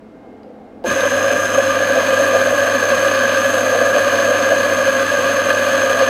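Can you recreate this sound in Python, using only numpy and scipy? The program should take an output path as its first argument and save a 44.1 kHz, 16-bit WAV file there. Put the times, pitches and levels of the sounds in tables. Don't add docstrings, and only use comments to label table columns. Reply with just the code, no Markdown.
import sys
import numpy as np
from scipy import signal
from scipy.fft import rfft, irfft, next_fast_len
from scipy.io import wavfile
from scipy.ndimage import uniform_filter1d, map_coordinates

SR = 44100
rng = np.random.default_rng(int(sys.argv[2]) if len(sys.argv) > 2 else 0)


def unload_wav(signal):
    wavfile.write(
        sys.argv[1],
        SR,
        np.round(np.clip(np.atleast_2d(signal).T, -1, 1) * 32767).astype(np.int16),
    )


N = 268569
TIME = np.arange(N) / SR
START = 0.8405

# frequency_hz, density_db (dB per Hz)
SNAP_COLOUR = [(500, -17), (1500, -1), (3000, -1), (4300, 0), (5700, -14), (7000, -21), (11000, -19),
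               (15500, -29)]


def amp(db):
    return 10 ** (np.asarray(db) / 20)


def unit(x):
    return x / np.sqrt(np.mean(x ** 2) + 1e-20)


def even(x, seconds):
    mean_square = np.abs(uniform_filter1d(x ** 2, int(seconds * SR)))
    return x / np.sqrt(mean_square + 1e-12)


def along(points, hz):
    f, v = np.transpose(points)
    return np.interp(np.log(hz + 1), np.log(f + 1), v)


def wobble(rate):
    knots = rng.standard_normal(int(N * rate / SR) + 4)
    return map_coordinates(knots, [TIME * rate])


def rise(seconds, start=START):
    return 1 - np.exp(-np.maximum(TIME - start, 0) / seconds)


def swell(at, seconds):
    return np.exp(-((TIME - at) / seconds) ** 2)


def coloured(x, gain, size=16384):
    log_gain = np.log(np.maximum(gain(np.fft.rfftfreq(size, 1 / SR)), 1e-6))
    cepstrum = irfft(log_gain)
    cepstrum[1:size // 2] *= 2
    cepstrum[size // 2 + 1:] = 0
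    response = irfft(np.exp(rfft(cepstrum)))
    return signal.fftconvolve(x, response)[:N]


def ring(x, modes):
    def gain(hz):
        return np.sqrt(sum(amp(db) ** 2 / (1 + ((hz - centre) / width) ** 2) ** 3
                           for centre, width, db in modes))
    return coloured(x, gain)


def noise(spectrum):
    return unit(coloured(rng.standard_normal(N), lambda hz: amp(along(spectrum, hz))))


def tones(lines, drift, waver_db):
    total = 0
    for hz, db in lines:
        phase = 2 * np.pi * (hz * TIME + rng.random()) + drift * wobble(2.88)
        total = total + np.sqrt(2) * amp(db + waver_db * wobble(6)) * np.sin(phase)
    return total


def in_shop(x, wet_db):
    # frequency_hz, t60_s
    shop_decay = [(150, 0.98), (1500, 0.34), (12000, 0.31)]
    hz, t, z = signal.stft(rng.standard_normal(SR // 2), SR, nperseg=256)
    decay = amp(-60 * t / along(shop_decay, hz)[:, None])
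    tail = signal.istft(z * decay, SR, nperseg=256)[1]
    delayed = np.pad(tail / np.linalg.norm(tail), (SR // 300, 0))
    return x + amp(wet_db) * signal.fftconvolve(x, delayed)[:N]


def crack(s, peak_db, colour):
    t = np.arange(SR // 20) / SR
    burst = np.zeros(N)
    burst[round(s * SR):][:len(t)] = rng.standard_normal(len(t)) * np.exp(-t / 0.003)
    sound = coloured(burst, lambda hz: amp(along(colour, hz)))
    return amp(peak_db) * sound / np.abs(sound).max()


def room():
    # frequency_hz, level_db (rms)
    fridge_lines = [(100, -62), (213.5, -48), (258.4, -52), (301, -56), (426, -53), (500.6, -54),
                    (651.4, -58), (726.7, -63), (1593, -66), (2126, -70)]
    # frequency_hz, density_db (dB per Hz)
    air_colour = [(15, -45), (30, -14), (90, -13), (165, -12), (215, -3), (300, -2), (370, -8), (520, -9),
                  (900, -18), (1400, -23), (2000, -29), (5000, -43), (15000, -58)]
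    drone_colour = [(120, -22), (280, 1), (370, -6.5), (495, 3.5), (570, -4), (680, -1), (810, -1),
                    (950, -18), (2000, -33), (8000, -100)]
    # frequency_hz, width_hz, level_db (relative)
    drone_mode = [(495, 22, 0)]
    air = amp(-42.5) * noise(air_colour)
    drone = amp(-43.5) * rise(0.04, start=0.14) * noise(drone_colour)
    ringing = even(ring(rng.standard_normal(N), drone_mode), seconds=0.06)
    drone_swell = amp(-38.5) * swell(0.485, 0.045) * ringing
    return tones(fridge_lines, drift=0.4, waver_db=3.0) + air + drone + drone_swell


def tick():
    # start_s, peak_db (before reverberation)
    tick_event = (0.4323, -44)
    # frequency_hz, density_db (dB per Hz)
    tick_colour = [(500, -6), (2000, 0), (4800, -3), (6200, -20), (15000, -28)]
    return in_shop(crack(*tick_event, tick_colour), wet_db=-6)


def motor():
    # frequency_hz, level_db (peak, before onset), t60_s
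    jolt_modes = [(350, -17.5, 0.15), (520, -8.5, 0.13), (700, -13.5, 0.083), (880, -16.5, 0.083)]
    # frequency_hz, density_db (dB per Hz)
    shudder_colour = [(25, -31), (60, -12), (110, -16), (250, 0), (400, -6), (900, -32), (4000, -100)]
    # frequency_hz, level_db (rms)
    hum_lines = [(35, -65), (50, -76), (91.6, -57), (100.07, -40), (183.2, -49), (200.1, -56), (300.2, -40),
                 (1200.8, -35.5)]
    # frequency_hz, level_db (rms)
    whine_lines = [(984, -45.5), (1109.6, -41), (1139, -38), (1157, -48), (1390.4, -42.5), (1960, -46.5),
                   (2432, -47.5), (3127, -49)]
    click = crack(START, -30, SNAP_COLOUR)
    since = np.maximum(TIME - START, 0)
    ringing = sum(amp(db - 60 * since / t60) * np.sin(2 * np.pi * hz * since) for hz, db, t60 in jolt_modes)
    jolt = rise(0.0062) * ringing
    shudder = amp(-26) * noise(shudder_colour) * rise(0.01) * swell(START + 0.063, 0.054)
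    hum = tones(hum_lines, drift=0.062, waver_db=0.1)
    whine = tones(whine_lines, drift=2.03, waver_db=2.5)
    return click + jolt + shudder + (hum + whine) * rise(0.1)


def fractures(rate, spread_db):
    happens = rng.random(N) < rate / SR
    size = amp(spread_db * np.minimum(rng.standard_normal(N), 2.3))
    return unit(happens * size * rng.choice([-1, 1], N))


def fed(level_db):
    return amp(level_db + 0.5 * wobble(3.964))


def level_changes_db():
    # middle_s, growl_change_db, crunch_change_db
    brief_changes = [(1.036, 4.5, 1), (1.307, 3, 1), (1.59, 8, -0.5), (1.966, 5.5, 0.5), (2.138, 3.5, 0),
                     (2.2, 3.5, 2), (2.355, 5, 0), (2.518, 3, -3.5), (2.648, 3, 0.5), (2.925, 3.5, 2),
                     (3.064, 4, 0.5), (3.755, 6, 1), (3.834, 6, 1.5), (3.921, 3.5, 0.5), (3.978, 5, 1),
                     (4.297, 4.5, -1.5), (4.525, 8, 0), (4.875, 2.5, 2), (5.51, 2, 2.5), (6.022, 5, 2.5)]
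    # middle_s, half_length_s, depth_db
    growl_dips = [(0.902, 0.022, 8), (1.091, 0.015, 9.5), (1.458, 0.083, 3.5), (2.805, 0.016, 7.5),
                  (5.08, 0.035, 7)]
    change_s = 0.021
    growl = sum(db * swell(s, change_s) for s, db, _ in brief_changes)
    crunch = sum(db * swell(s, change_s) for s, _, db in brief_changes)
    dips = sum(db * swell(s, length) for s, length, db in growl_dips)
    return growl - dips, crunch


def over_basket(x):
    # frequency_hz, gain_db
    basket_colour = [(4100, -0.5), (4500, -7.5), (5000, 2), (6400, 0), (7250, 2), (7850, -2.5), (8400, 2),
                     (9200, -1), (11450, 1), (11950, -4), (12450, 0), (13950, -3), (14600, 1)]
    covered_s = 1.75
    bare = 0.5 - 0.5 * np.tanh((TIME - covered_s) / 0.13)
    return bare * coloured(x, lambda hz: amp(along(basket_colour, hz))) + (1 - bare) * x


def grinding():
    # frequency_hz, width_hz, level_db (relative)
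    base_modes = [(121, 51, -22.5), (255.2, 21.3, 1.5), (296, 15.6, -3), (325, 148, -12.5)]
    housing_modes = [(436, 128, -36.5), (515.7, 49.4, -9.5), (540.1, 14.9, 1.5), (558.3, 47.7, -2),
                     (674.6, 73, -12.5), (790, 26, -20.5)]
    chamber_modes = [(856, 74, -18), (1169, 207, -9.5), (1204.4, 19, -4), (1444, 130, -18),
                     (1544, 58, -6.5), (1621.6, 44, -0.25), (1688, 70, -2.5), (1805, 67, -17),
                     (2023, 210, -19), (2469, 220, -15.5), (2840, 125, -23.5), (3050, 610, -20),
                     (4048, 410, -24.5), (4483, 290, -24.4), (5153, 303, -28.5)]
    burr_modes = [(6277, 226, -2), (6473, 190, -1.5), (7120, 234, -18.5), (7755, 530, -15.5),
                  (9530, 1060, -18.5), (10830, 824, -22), (11820, 320, -18.5), (12900, 630, -21),
                  (13900, 658, -22.5), (15418, 341, -33)]
    growl_db, crunch_db = level_changes_db()
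    shaft_hz = 22.9
    turn = 2 * np.pi * shaft_hz * TIME + 0.9 * wobble(5.4)
    teeth = np.sin(4 * turn)
    bite_db = 0.5 * np.sin(turn) + 0.5 * teeth + 0.32 * wobble(60) + 0.75 * wobble(260)
    bite = amp(bite_db)
    coarse = bite * fractures(rate=1800, spread_db=3)
    fine = bite * fractures(rate=9000, spread_db=3.5)
    powder = bite * fractures(rate=12000, spread_db=2)
    base = even(in_shop(ring(coarse + 0.86 * fine, base_modes), wet_db=-15.5), seconds=0.23)
    housing = even(in_shop(ring(coarse + 0.8 * fine, housing_modes), wet_db=-16.0), seconds=0.1)
    chamber = even(in_shop(ring(coarse + 1.01 * fine, chamber_modes), wet_db=-11.5), seconds=0.12)
    steel_drive = 0.65 * coarse + fine + 0.5 * powder
    steel = even(in_shop(ring(steel_drive, burr_modes), wet_db=-12.5), seconds=0.24)
    body = (amp(-30.5) * base + fed(-17.5 + growl_db) * housing) * rise(0.012)
    crunch = (fed(-19 + crunch_db) * chamber + fed(-31) * steel) * rise(0.013) ** 2
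    return body + over_basket(crunch)


def snaps():
    # start_s, peak_db (before reverberation)
    snap_events = [(0.9023, -13.5), (1.0067, -13.5)]
    return in_shop(sum(crack(s, db, SNAP_COLOUR) for s, db in snap_events), wet_db=-6)


def scene():
    return (room() + tick() + motor() + grinding() + snaps())[None]


def record(dry):
    top_hz = 15730
    size = next_fast_len(N + SR // 2)
    kept = np.fft.rfftfreq(size, 1 / SR) < top_hz
    return irfft(rfft(dry, size) * kept, size)[:, :N]


dry = scene()
out = record(dry)
unload_wav(out)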